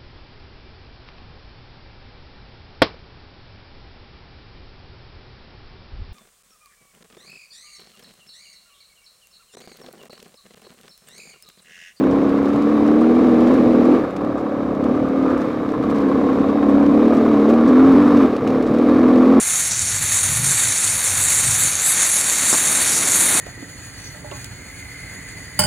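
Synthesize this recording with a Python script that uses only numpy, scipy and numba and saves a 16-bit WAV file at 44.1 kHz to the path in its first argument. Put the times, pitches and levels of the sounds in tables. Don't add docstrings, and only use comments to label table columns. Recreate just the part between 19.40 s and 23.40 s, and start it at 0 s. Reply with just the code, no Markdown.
import sys
import numpy as np
from scipy import signal
from scipy.fft import rfft, irfft
from scipy.io import wavfile
from scipy.ndimage import uniform_filter1d, map_coordinates
from numba import njit

SR = 44100
rng = np.random.default_rng(int(sys.argv[2]) if len(sys.argv) > 2 else 0)


def store_pcm(level_fs):
    pcm = np.round(np.clip(level_fs, -1, 1) * 32767).astype(np.int16)
    wavfile.write(sys.argv[1], SR, np.atleast_2d(pcm).T)


N = 176400
TIME_S, BIN_HZ = np.arange(N) / SR, np.arange(N // 2 + 1) * SR / N
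TOP_HZ = 15500


def undb(db):
    return 10 ** (np.asarray(db) / 20)

def unit(x):
    return x / np.sqrt(np.mean(x ** 2))

def at_peak(x, db):
    return undb(db) * x / np.abs(x).max()

def curve(rows):
    return np.interp(TIME_S, *np.array(rows, float).T)

def colour(x, points):
    hz, db = np.array(points, float).T
    f = np.maximum(np.arange(N + 1) * SR / (2 * N), 1)
    gain = undb(np.interp(np.log(f), np.log(hz), db))
    cepstrum = irfft(np.log(gain))
    cepstrum[1:N] *= 2
    cepstrum[N + 1:] = 0
    return irfft(rfft(x, 2 * N) * np.exp(rfft(cepstrum)))[:N]

def walk(hz):
    return unit(irfft(rfft(rng.standard_normal(N)) / (1 + (BIN_HZ / hz) ** 2), N))

def pan(x, left_db, below_hz=960):
    low = irfft(rfft(x) / (1 + (BIN_HZ / below_hz) ** 4), N)
    side = (undb(left_db) - 1) / (undb(left_db) + 1) * low
    return x + np.array([side, -side])

def clicks(per_s, spread_db):
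    chance, size, sign = rng.random((3, N))
    strength = np.minimum(-np.log(1 - size), 4.5)
    return unit((chance < per_s / SR) * undb(spread_db * strength) * np.sign(sign - .5))

@njit
def resonate(x, hz, width_hz):
    y, band_state, low_state = np.empty(len(x)), 0., 0.
    for i in range(len(x)):
        g, damping = np.tan(np.pi * hz[i] / SR), width_hz / hz[i]
        band = (band_state + g * (x[i] - low_state)) / (1 + g * (g + damping))
        band_state = 2 * band - band_state
        low_state += 2 * g * band
        y[i] = damping * band
    return y

def burst(start_s, decay_s):
    age = TIME_S - start_s
    return rng.standard_normal(N) * (age >= 0) * np.exp(-np.abs(age) / decay_s)


# freq_hz, gain_db
OUTDOOR_COLOUR = [(20,-3),(60,-14.5),(130,0.5),(250,-3.5),(400,-23.5),(700,-7),(2000,-36),(10000,-46)]

def outdoors():
    air = unit(colour(rng.standard_normal(N), OUTDOOR_COLOUR))
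    return pan(air * undb(-47), left_db=-1)


# time_s, level_db
SCUFF_LEVEL = [(0,-48),(2.5,-45),(2.95,-39.5),(3.25,-35.5),(3.55,-35.5),(3.7,-33),(3.8,-35.5),(4,-30.5)]
# freq_hz, gain_db
SCUFF_COLOUR = [(30,-33),(60,-14),(100,-3.5),(170,0.5),(280,2),(420,-2.5),(700,-7.5),(1100,-11),(2000,-45),(6000,-41)]

def scuff():
    grind = unit(colour(clicks(per_s=1500, spread_db=1.5), SCUFF_COLOUR))
    return pan(grind * undb(curve(SCUFF_LEVEL)), left_db=6.5)


# start_s, knock_db, cutoff_hz, decay_s, click_db
STEPS = [(3.129,-10,1300,0.0012,-10),(3.137,-15.5,1700,0.0019,-14),(3.1415,-15.5,1200,0.01,-22),(3.945,-21.5,254,0.043,-31)]
# freq_hz, gain_db
KNOCK_COLOUR = [(40,-41),(150,-1),(350,4),(600,-1),(1200,3),(3000,-13),(8000,-6)]
# freq_hz, gain_db
STONE_COLOUR = [(2000,-31),(4200,-23),(5200,0),(6500,-9),(9000,-26),(14000,-47)]

def footsteps():
    out = np.zeros(N)
    for start_s, knock_db, cutoff_hz, decay_s, click_db in STEPS:
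        knock = colour(burst(start_s, decay_s), KNOCK_COLOUR)
        knock = signal.sosfilt(signal.butter(4, cutoff_hz, fs=SR, output="sos"), knock)
        click = colour(burst(start_s, decay_s=.0005), STONE_COLOUR)
        out += at_peak(knock, knock_db) + at_peak(click, click_db)
    return pan(out, left_db=7)


# time_s, relative_level_db
FLUTTER_LEVEL = [(.2,-49.5),(.4,-40),(.5,-37),(.57,-39.5),(.64,-38),(.77,-43.5),(.93,-33),(1.07,-33),(1.19,-46),(1.29,-37),(1.38,-52),(1.55,-36.5),(1.65,-53),(1.72,-39),(1.88,-43),(2.03,-40.5),(2.08,-30),(2.17,-41),(2.23,-34.5),(2.4,-50),(2.7,-52.5)]
# time_s, pitch_hz
FLUTTER_PITCH = [(.92,101),(1.07,147),(1.2,99.4),(2.1,100),(2.23,121),(2.35,88)]
# freq_hz, gain_db
RUMBLE_COLOUR = [(20,-15),(55,-5),(90,5),(150,1.5),(260,-9),(500,-24.5),(1500,-43)]

def flame():
    beat = resonate(rng.standard_normal(N), curve(FLUTTER_PITCH), width_hz=17.7)
    beat = unit(signal.sosfilt(signal.butter(2, 250, fs=SR, output="sos"), beat))
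    rumble = unit(colour(rng.standard_normal(N), RUMBLE_COLOUR))
    flutter = beat + undb(-5.5) * rumble
    swell = np.sqrt(np.abs(uniform_filter1d(flutter ** 2, size=1500)))
    steadied = unit(flutter / swell ** 0.27)
    return pan(steadied * undb(curve(FLUTTER_LEVEL) + 4.5), left_db=0.9)


# start_s, peak_db, ring_hz
SPITS = [(0.393,-5,6500),(0.419,-9,7500),(1.507,-12,7900),(1.752,-9,7550),(2.353,-6,7200),(2.396,-11,7500),(3.719,-5,8000)]

def spits():
    out = np.zeros(N)
    for start_s, peak_db, ring_hz in SPITS:
        pop = burst(start_s, decay_s=0.001) + 1e-18
        ring = resonate(pop, np.full(N, float(ring_hz)), width_hz=2600.)
        out += at_peak(colour(ring, HISS_COLOUR), peak_db)
    return out


def gas(surge):
    return surge * (rng.standard_normal(N) + undb(-7) * clicks(per_s=900, spread_db=2.5))


# time_s, level_db
ROAR_LEVEL = [(0,-48),(.2,-45),(.42,-63),(.7,-43),(1.05,-41),(1.45,-43.5),(1.7,-36),(1.88,-38.5),(2.12,-40.5),(2.4,-41.5),(2.62,-38.5),(2.95,-38),(3.4,-36.5),(3.6,-37),(3.85,-32.5),(4,-31)]
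# freq_hz, gain_db
ROAR_COLOUR = [(100,-12.5),(250,3),(380,-4.5),(520,2),(700,1.5),(1100,5),(1500,1),(3000,-29.5)]

def roar(surge):
    return unit(colour(gas(surge), ROAR_COLOUR)) * undb(curve(ROAR_LEVEL))


# time_s, relative_level_db
RUSH_LEVEL = [(0,-32),(.15,-29),(.35,-32),(.58,-30.5),(.75,-27.5),(1.05,-29),(1.18,-26),(1.38,-29),(1.6,-28),(1.75,-28),(1.95,-27),(2.22,-27),(2.38,-29.5),(2.6,-25),(2.72,-28.5),(3.07,-25.5),(3.3,-27),(3.41,-25.5),(3.6,-27.5),(3.85,-24.5),(4,-24)]
# freq_hz, gain_db
RUSH_COLOUR = [(150,-24),(400,-12.5),(700,-9),(1100,-5.5),(1500,-0.5),(2200,1.5),(2600,-2.5),(2850,-6),(3300,-5.5),(3800,1),(4200,-4.5),(4520,1),(4800,-15.5),(5600,-23),(9000,-16)]

def rush(surge):
    return unit(colour(gas(surge), RUSH_COLOUR)) * undb(curve(RUSH_LEVEL) + 0.5)


# peak_s, half_length_s, level_db, pitch_hz, hiss_shift_fraction
PUFFS = [(0.33,0.037,-29,5930,-.02),(.77,0.021,-24,7820,-0.053),(0.837,0.032,-23,8960,-0.015),(1.07,0.02,-39,8700,-0.041),(1.18,.03,-21,8300,0.02),(1.24,0.084,-26.5,9870,-0.016),(1.69,0.02,-26,7350,-0.041),(1.84,.035,-19.5,8000,0.02),(2.077,0.03,-19,8620,-0.0097),(2.21,0.021,-41,7340,0.064),(2.472,0.047,-20,8000,0.1),(2.718,.05,-22,9000,0.028),(3.133,0.1,-25.5,9300,0.0017),(3.872,.06,-22,9800,0.0013)]

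def puffs(surge, width_hz=480., glide_hz_per_s=5500):
    whistle, shift = np.zeros(N), np.zeros(N)
    for peak_s, half_s, level_db, pitch_hz, hiss_shift in PUFFS:
        age = TIME_S - peak_s
        swell = np.exp(-(age / half_s) ** 2)
        centre_hz = pitch_hz + glide_hz_per_s * np.clip(age, -2 * half_s, 2 * half_s)
        ring = resonate(surge * rng.standard_normal(N), centre_hz, width_hz)
        whistle += undb(level_db) * swell * unit(resonate(ring, centre_hz, 2 * width_hz))
        shift += hiss_shift * np.sqrt(swell)
    return whistle, shift


def patchy(x, bands=12, spread_db=1.6):
    place = BIN_HZ / TOP_HZ * bands
    spectrum, out = rfft(x), np.zeros(N)
    for k in range(bands + 1):
        band = irfft(spectrum * np.maximum(1 - np.abs(place - k), 0), N)
        out += band * undb(spread_db * walk(hz=5.3))
    return out

def stone_reflection(x):
    delay_s = 0.000545 * (1 + 0.098 * walk(hz=4.8))
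    treble = signal.sosfiltfilt(signal.butter(4, 7500, "high", fs=SR, output="sos"), x)
    echo = map_coordinates(treble, [np.arange(N) - delay_s * SR], order=3, mode="mirror")
    return x + undb(-13.5) * echo


# freq_hz, gain_db
HISS_COLOUR = [(3500,-45),(4450,-14.5),(4950,-21.5),(5350,-15.5),(5650,-6.5),(6050,-9.5),(6300,-1.5),(7100,1.5),(7850,-2),(8230,-9),(8550,-1.5),(9600,-1.5),(10800,-6),(11500,-12),(12100,-23),(13200,-17),(15500,-27)]
# time_s, tilt_db_per_octave
HISS_TILT = [(0,-2),(.27,0.5),(.34,-8),(.48,-5),(.63,0),(.85,3.5),(1.4,-3),(1.8,3.5),(2.22,1),(2.35,-2.5),(2.5,-3.5),(3,0),(3.25,3.5),(3.55,-2.5),(3.87,6),(4,0)]

def nozzle(x, stretch):
    framing = dict(fs=SR, nperseg=512, noverlap=384)
    f, t, frames = signal.stft(x, **framing)
    at = np.minimum((t * SR).astype(int), N - 1)
    hz, db = np.array(HISS_COLOUR).T
    octave = np.log2(np.maximum(f, 1)[:, None] / stretch[at])
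    tilt_db = curve(HISS_TILT)[at] * np.maximum(octave - np.log2(hz[0]), 0)
    gain = undb(np.interp(octave, np.log2(hz), db) + tilt_db)
    gain /= np.sqrt(np.mean(gain ** 2, axis=0))
    return unit(signal.istft(frames * gain, **framing)[1][:N])


# time_s, level_db
HISS_LEVEL = [(0,-21),(.14,-18.5),(.34,-23.5),(.49,-21),(.61,-22.5),(.75,-17.5),(1,-20),(1.08,-16.5),(1.35,-21),(1.5,-17),(1.63,-20),(1.68,-17),(1.76,-20.5),(1.84,-17.5),(2.07,-17.5),(2.25,-18.5),(2.4,-22),(2.48,-16.5),(2.57,-19),(2.8,-17),(2.9,-19.3),(3.1,-16.5),(3.48,-18),(3.54,-15),(3.63,-18.5),(3.74,-15),(4,-16.5)]
# freq_hz, gain_db
SIDE_COLOUR = [(4500,-49),(5600,-16),(6500,10),(7600,7),(9500,-1.5),(10300,-4),(10900,-65)]

def hiss(surge, shift):
    jet = stone_reflection(patchy(gas(surge)))
    middle = nozzle(jet, stretch=1 + shift + 0.0098 * walk(hz=18))
    side = undb(-23) * unit(colour(surge * rng.standard_normal(N), SIDE_COLOUR))
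    return (middle + np.array([side, -side])) * undb(curve(HISS_LEVEL))

def flare():
    surge = undb(0.85 * walk(hz=44.6) + 0.84 * walk(hz=250))
    whistle, shift = puffs(surge)
    return hiss(surge, shift) + whistle + rush(surge) + roar(surge)


def scene():
    return flare() + spits() + flame() + footsteps() + scuff() + outdoors()

def record(dry):
    return signal.sosfilt(signal.ellip(10, .2, 80, TOP_HZ, fs=SR, output="sos"), dry)


dry = scene()
out = record(dry)
store_pcm(out)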